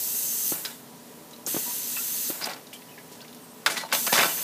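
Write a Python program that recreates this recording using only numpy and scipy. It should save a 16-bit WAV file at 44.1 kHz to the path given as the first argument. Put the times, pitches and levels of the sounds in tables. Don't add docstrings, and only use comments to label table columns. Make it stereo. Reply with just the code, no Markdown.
import sys
import numpy as np
from scipy import signal
from scipy.fft import rfft, irfft, next_fast_len
from scipy.io import wavfile
from scipy.ndimage import uniform_filter1d

SR = 44100
rng = np.random.default_rng(int(sys.argv[2]) if len(sys.argv) > 2 else 0)


def digitize_waveform(pressure):
    field = np.atleast_2d(pressure).T
    bounded = np.clip(field, -1, 1)
    quanta = np.round(bounded * 32767).astype(np.int16)
    wavfile.write(sys.argv[1], SR, quanta)


def voltage_ratio(level):
    return 10 ** (np.asarray(level, float) / 20)


N = 195754
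TIME = np.arange(N) / SR

# pitch in Hz, level in dB, t60 in seconds.
TUBE_MODES = [(565, -6, .2), (667, -1, .25), (752, -4, .2), (836, -3, .2), (892, -4, .2), (981, -5, .2),
              (1097, -6, .2), (1318, -3, .2), (1380, -3, .2), (1497, 0, .2), (1695, -4, .2), (1935, -4, .2),
              (2100, -5, .2), (2257, -4, .2), (2312, -1, .25), (2650, -4, .2), (2736, -4, .2),
              (2929, -2, .25), (3356, -4, .17), (3547, -3, .2), (3760, -6, .13), (4025, -5, .14),
              (4510, -6, .11), (4750, -6, .1), (5050, -7, .1), (5600, -10, .09), (6400, -11, .08),
              (7312, -12, .1), (8200, -14, .07), (9700, -15, .06)]


def level(x, db):
    return x * voltage_ratio(db) / np.sqrt(np.mean(x ** 2))


def band(x, hz, width):
    return signal.lfilter(*signal.iirpeak(hz, hz / width, fs=SR), x)


def walk(rate):
    hold = int(SR / rate)
    steps = np.repeat(rng.standard_normal(N // hold + 1), hold)
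    return 1.1 * uniform_filter1d(uniform_filter1d(steps, hold), hold)[:N]


def flicker_noise(table, flicker_db, rate):
    size = 2 * next_fast_len(N // 2 + 1)
    hz = np.maximum(np.fft.rfftfreq(size, 1 / SR), 1)
    f, db = np.transpose(table)
    spectrum = rfft(rng.standard_normal(size)) * voltage_ratio(np.interp(np.log(hz), np.log(f), db))
    place = 2 * np.log2(hz)
    bands = []
    for k in range(8, 30):
        piece = irfft(spectrum * np.clip(1 - abs(place - k), 0, 1))[:N]
        bands.append(voltage_ratio(flicker_db * walk(rate)) * piece)
    return bands


def add(out, s, piece):
    i = int(s * SR)
    out[i:i + len(piece)] += piece[:N - i]


def jet():
    # valve opens in seconds, shuts in seconds, jet level in dB,
    # first rush in dB, low turbulence over the jet in dB.
    bursts = [
        (-0.3, 0.526, -31, 9, 1),
        (1.466, 2.3, -33.5, 4, 5),
        (3.926, 4.8, -32, 4, 4.5),
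    ]
    # frequency in Hz, density in dB per Hz.
    jet_spectrum = [(710, -37), (1200, -22), (1970, -17), (2240, -21), (2740, -15.5), (3360, -14.5),
                    (5630, -8), (6200, -7), (6750, -4), (8020, -2), (9620, -4.5), (13700, 1), (15600, -4)]
    # pitch in Hz, width in Hz, level in dB.
    port_modes = [(6157, 320, 5), (6300, 53, 10.5), (7800, 83, 2), (12130, 430, 3.5), (2660, 56, -5),
                  (4350, 270, -14)]
    open_s, surge_s, climb_db_per_s2 = 0.014, 0.14, 4
    shut_db, shut_s, bleed_db_per_s, empty_db_per_s2 = -6.5, 0.022, 14, 218
    whistle_db, whistle_db_per_s, whistle_shut_db, bleed_low_db = 6, 1.5, -12, 0.5

    bands = flicker_noise(jet_spectrum, 0.99, 24.2)
    low, high = sum(bands[:17]), sum(bands[17:])
    scale = 1 / np.std(high)
    edge = rng.standard_normal(N)
    whistle = 0
    for f, width, db in port_modes:
        cavity = band(band(edge, f, width * 1.2), f, width * 1.2)
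        whistle = whistle + voltage_ratio(db + 1.4 * walk(28.37)) * cavity
    whistle = level(whistle, -16)

    out = 0
    for opens, shuts, db, surge_db, low_db in bursts:
        blowing = np.clip(TIME, opens, shuts) - opens
        after = np.maximum(TIME - shuts, 0)
        shut = 1 - np.exp(-after / shut_s)
        flow_db = db + surge_db * np.exp(-blowing / surge_s) + climb_db_per_s2 * blowing ** 2
        flow_db = flow_db + shut_db * shut - bleed_db_per_s * after - empty_db_per_s2 * after ** 2
        hiss = scale * (high + low * voltage_ratio(low_db + bleed_low_db * shut))
        hiss = hiss + whistle * voltage_ratio(whistle_db + whistle_db_per_s * blowing + whistle_shut_db * shut)
        out = out + hiss * voltage_ratio(flow_db + 2.0) * np.sqrt(np.minimum(blowing / open_s, 1))
    return out


def thumps():
    # start in seconds, peak level in dB, body pitch in Hz, t60 in seconds.
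    spool_hits = [
        (0.518, -19.5, 330, 0.023),
        (1.468, -30, 497, 0.034),
        (1.473, -30.5, 323, 0.031),
        (1.542, -20.5, 333, 0.039),
        (1.563, -15.5, 296, 0.0083),
        (1.57, -30, 420, 0.061),
        (1.676, -33, 265, 0.039),
        (2.298, -21, 334, 0.027),
    ]
    out, t = np.zeros(N), TIME[:4000]
    for s, db, hz, t60 in spool_hits:
        slap_db = -31 + 0.43 * (db + 25) - db
        body = np.sin(2 * np.pi * hz * t) + .4 * np.sin(2 * np.pi * 1.6 * hz * t)
        body = body * np.exp(-np.log(1000) * t / max(t60, .004))
        slap = band(rng.standard_normal(len(t)) * np.exp(-t / 0.0097), 1080, 1400)
        hit = voltage_ratio(slap_db) * slap / abs(slap).max() + body / abs(body).max()
        add(out, s + 0.0024, voltage_ratio(db + 0.5) * hit)
    return out


def clinks():
    # start in seconds, peak level in dB, centre in Hz, spread in octaves.
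    dull_hits = [
        (0.648, -31.5, 1710, .4),
        (1.968, -29.5, 1430, 0.62),
        (2.414, -38, 790, 0.44),
        (2.469, -27, 750, 0.34),
        (3.699, -29, 1500, .29),
        (3.834, -25, 834, 0.43),
        (4.125, -20, 710, 0.57),
    ]
    mid_hits = [
        (0.6986, -43, 1620, 0.17),
        (2.4359, -39, 2150, .17),
        (2.729, -31.5, 2770, .25),
        (2.819, -40.5, 2190, .41),
        (2.977, -39, 1790, 0.17),
        (2.9841, -42, 2190, 0.74),
        (3.246, -41, 2140, .3),
        (3.7681, -24, 1980, .46),
        (4.0948, -27, 1580, 0.12),
        (4.283, -30, 2940, .31),
    ]
    bright_hits = [(0.6501, -23.5, 4000, 0.24), (1.31, -40.5, 5040, 0.66), (1.332, -40.5, 3850, .38),
                   (1.361, -41.5, 4800, .31), (1.464, -19.5, 6530, 0.24), (2.4104, -34, 4240, 0.25),
                   (2.4409, -19.5, 4700, 0.23), (2.456, -36, 4810, .18), (2.4955, -29.5, 4760, 0.28),
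                   (2.5342, -28, 4720, 0.21), (2.669, -39, 4120, 0.49), (3.205, -37, 3180, 0.34),
                   (3.215, -35.5, 4640, 0.14), (3.28, -43, 4040, .29), (3.291, -42.5, 4060, .35),
                   (3.3278, -43, 3980, .32), (3.365, -46, 3960, .35), (3.6619, -15.5, 3590, 0.2),
                   (3.917, -26, 3240, 0.48)]
    heavy_hits = [
        (3.6621, -9.5, 1660, 0.46),
        (3.7765, -23, 1990, 0.87),
        (3.925, -13, 1550, 0.44),
        (3.949, -15, 3720, 0.53),
        (4.0656, -27.5, 1580, 0.26),
        (4.138, -15.5, 2670, 0.98),
        (4.179, -13, 1420, 0.87),
        (4.194, -12.5, 2490, 0.31),
        (4.2024, -21, 1450, 0.6),
    ]
    # ring t60 in seconds at 1 kHz, contact in seconds.
    contacts = [(0.17, 0.0087), (.11, 0.005), (.11, 0.0048), (0.11, 0.0046)]
    out, t = np.zeros(N), TIME[:10000]
    f, mode_db, mode_t60 = np.transpose(TUBE_MODES)[:, :, None]
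    for table, (ring_s, contact) in zip((dull_hits, mid_hits, bright_hits, heavy_hits), contacts):
        for s, db, hz, spread in table:
            t60 = ring_s * (1000 / hz) ** 0.56
            chance = rng.standard_normal((3, len(f), 1))
            spread = max(spread, .04)
            fall = np.log(1000) * t / max(t60, .01)
            gain = voltage_ratio(mode_db + 2 * chance[0]) * np.exp(-.5 * (np.log2(f / hz) / spread) ** 2)
            tones = np.sin(2 * np.pi * f * (1 + 0.014 * chance[1]) * t + 9 * chance[2])
            ring = np.sum(gain * np.exp(-fall * 0.1 / mode_t60) * tones, axis=0)
            ring = ring + .5 * np.exp(-fall) * np.sin(2 * np.pi * hz * t)
            push = rng.standard_normal(len(t)) * np.exp(-t / max(contact, .0002))
            hit = signal.fftconvolve(ring, push[:3000])[:len(t)]
            width = hz * min(1.5, 1.82 * spread)
            crack = band(band(push, hz, width), hz, width)
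            hit = hit / abs(hit).max() + 10.6 * spread * crack / abs(crack).max()
            add(out, s, voltage_ratio(db + 1.5) * hit / abs(hit).max())
    return out


def scuffs():
    # start in seconds, peak level in dB, centre in Hz, fall in seconds.
    slow_slips = [
        (0.654, -19, 4360, 0.013),
        (1.335, -40, 6000, .02),
        (3.127, -34, 5500, 0.035),
        (3.153, -38, 5970, 0.014),
        (3.69, -14, 300, 0.031),
        (3.709, -18, 7000, 0.042),
        (3.778, -17, 4000, 0.026),
        (4.179, -23, 5000, 0.0054),
    ]
    snap_slips = [
        (2.457, -19.5, 9000, 0.0091),
        (2.733, -30.5, 8000, 0.03),
        (3.347, -31, 7500, 0.0042),
        (3.662, -1.5, 2850, 0.0089),
        (3.927, -7.5, 4500, 0.01),
        (4.066, -9, 5600, 0.0076),
        (4.139, -10, 5960, 0.012),
    ]
    out = np.zeros(N)
    for table, rise_share, width in ((slow_slips, .55, 0.89), (snap_slips, .07, 1.28)):
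        for s, db, hz, fall in table:
            rise = rise_share * fall
            t = TIME[:9000] - 3 * rise
            swell = np.where(t < 0, np.exp(-2 * (t / rise) ** 2), np.exp(-t / fall))
            puff = rng.standard_normal(len(t)) * swell
            add(out, s - 3 * rise, voltage_ratio(db - 8.0) * band(puff, hz, min(width * hz, SR / 4)))
    return out


def creaks():
    # start in seconds, length in seconds, pitch in Hz, level in dB.
    stick_slips = [(0.647, 0.011, 4030, -33.5), (0.649, 0.01, 4980, -37), (1.327, .012, 3960, -48),
                   (3.21, .015, 1564, -50.5), (3.66, 0.013, 1520, -27), (1.661, 0.05, 960, -43.5),
                   (1.963, 0.029, 2660, -37.5), (2.414, 0.02, 4270, -41), (2.424, .02, 4930, -35.5),
                   (2.734, 0.029, 3130, -47), (2.882, 0.027, 2990, -56), (2.913, 0.032, 2540, -58),
                   (1.986, 0.025, 1360, -47), (2.98, .02, 2150, -53), (3.756, 0.06, 1970, -38.5),
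                   (3.781, 0.069, 4200, -44), (3.825, 0.046, 907, -43.5), (4.282, .03, 2920, -40)]
    out, t = np.zeros(N), TIME[:6000]
    for s, length, hz, db in stick_slips:
        waver = uniform_filter1d(rng.standard_normal((2, len(t))), 110) * np.sqrt(110)
        grip = voltage_ratio(4 * waver[0])
        pitch = hz * (1 + .025 * waver[1])
        swell = np.clip(t / 0.0029, 0, 1) * np.exp(-np.maximum(t - length, 0) / 0.0093)
        add(out, s, voltage_ratio(db) * grip * swell * np.sin(2 * np.pi * np.cumsum(pitch) / SR))
    return out


def shaking():
    # time in seconds, clatter level in dB, dying away in dB per second,
    # bright scrape over clatter in dB.
    jolts = [(0.53, -40, 71, -9), (0.654, -38.5, 304, 6.5), (0.69, -49.5, 111, 11), (2.31, -40.5, 40, -10),
             (2.412, -33.5, 43, 0), (2.473, -28.5, 169, -7), (3.67, -26, 107, -3), (3.763, -35, 84, 6),
             (3.89, -42.5, 23, -6), (3.932, -25.5, 227, 3), (4.01, -43.5, 11, 7), (4.071, -25.5, 700, -9),
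             (4.126, -20.5, 76, 1), (4.143, -19, 95, 4.5), (4.177, -19, 60, -3), (4.2, -21.5, 150, 0),
             (4.31, -37, 28, -16), (4.38, -40.5, 21, -1)]
    build_db_per_s, settle_db_per_s2 = 2500, 492
    s, db, fall, bright_db = np.transpose(jolts)[:, :, None]
    before, after = np.maximum(s - TIME, 0), np.maximum(TIME - s, 0)
    power = voltage_ratio(db - build_db_per_s * before - fall * after - settle_db_per_s2 * after ** 2) ** 2
    dull = np.sqrt(power.sum(axis=0))
    bright = np.sqrt((power * voltage_ratio(bright_db) ** 2).sum(axis=0))
    return dull, bright


def rattle():
    strength = voltage_ratio(np.minimum(rng.exponential(size=N), 3.0))
    knocks = (rng.random(N) < 1200 / SR) * strength
    rub = signal.lfilter([1], [1, -np.exp(-1 / (0.0022 * SR))], knocks)
    grit = level(rub * rng.standard_normal(N), 0)
    dull, bright = grit * np.array(shaking())
    frame = 0
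    for f, db, t60 in TUBE_MODES:
        drive = dull if f < 2800 else bright
        frame = frame + voltage_ratio(db) * np.sqrt(t60) * band(drive, f, 4 / t60)
    scrape = voltage_ratio(0.5) * band(band(dull, 1160, 2500), 1160, 2500)
    scrape = scrape + voltage_ratio(-7.5) * band(bright, 4300, 8800) + voltage_ratio(3.5) * band(dull, 310, 630)
    return voltage_ratio(18.5) * frame + scrape


def fence_echoes(near):
    # delay in seconds, level in dB.
    reflections = [(.021, -22), (.037, -24), (.058, -26), (.083, -28)]
    out = np.zeros(N)
    for s, db in reflections:
        add(out, s, voltage_ratio(db) * band(near, 1670, 5600))
    return out


def compressor():
    # pitch in Hz, width in Hz, level in dB.
    casing = [(159.3, 23, -2.5), (243, 13, -4.5), (312.4, 6, -5.5), (420, 32, -0.5), (493, 37, -15),
              (587, 6.8, -5.5), (820, 160, -7), (978, 8.7, -3)]
    stroke_hz = 28.9
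    turns = np.cumsum(stroke_hz * (1 + .003 * walk(3.3)) / SR)
    strokes = np.diff(np.floor(turns), prepend=0) * voltage_ratio(2.0 * rng.standard_normal(N))
    rush = np.exp(-(turns % 1) / 2.0) * rng.standard_normal(N)
    drive = level(strokes, 0) + level(rush, -0.89)
    drone = 0
    for k, (f, width, db) in enumerate(casing):
        drone = drone + (-1) ** k * voltage_ratio(db) * level(band(drive, f, width), 0)
    return level(drone, -53.5)


def insect():
    # time in seconds, pitch in Hz, level in dB.
    glide = [
        (3.39, 8600, -85),
        (3.42, 8500, -57),
        (3.45, 8400, -58),
        (3.52, 8150, -61),
        (3.59, 7800, -58),
        (3.65, 7650, -67),
    ]
    s, hz, db = np.transpose(glide)
    buzz = np.interp(TIME, s, hz) + 150 * walk(600)
    swell = voltage_ratio(np.interp(TIME, s, db, right=-99) + 5 * walk(80))
    return np.sin(2 * np.pi * np.cumsum(buzz) / SR) * swell


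def outdoor_air():
    # frequency in Hz, density in dB per Hz.
    air_spectrum = [(18, -76), (30, -36.5), (160, -4.5), (203, -8), (237, 5), (370, -14), (422, -2.5),
                    (520, -7), (1000, -10.5), (1520, -15.5), (1970, -15), (2190, -19), (2630, -17.5),
                    (8330, -19), (15600, -18)]
    return level(sum(flicker_noise(air_spectrum, 1.0, 8.36)), -47)


def scene():
    near = jet() + thumps() + clinks() + scuffs() + creaks() + rattle()
    near = signal.sosfilt(signal.butter(4, 155, "high", fs=SR, output="sos"), near)
    out = near + fence_echoes(near) + compressor() + insect() + outdoor_air()
    return np.array([out, out])


def band_limit(x):
    return signal.sosfilt(signal.butter(12, 16620, fs=SR, output="sos"), x)


def record(dry):
    hz, _, z = signal.stft(dry[0], SR, nperseg=1024)
    chance = rng.standard_normal((len(hz) // 4 + 1, z.shape[1]))
    chance = np.repeat(chance, 4, axis=0)[:len(hz)]
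    patch_db = 1.87 * chance - 14 * (chance < -2.3)
    treble = np.clip(hz / 7000 - .3, 0, 1)[:, None]
    x = signal.istft(z * voltage_ratio(patch_db * treble), SR, nperseg=1024)[1][:N]
    x = signal.sosfilt(signal.ellip(14, .2, 75, 15270, fs=SR, output="sos"), x)
    return band_limit(np.array([x, x]))


dry = scene()
out = record(dry)
digitize_waveform(out)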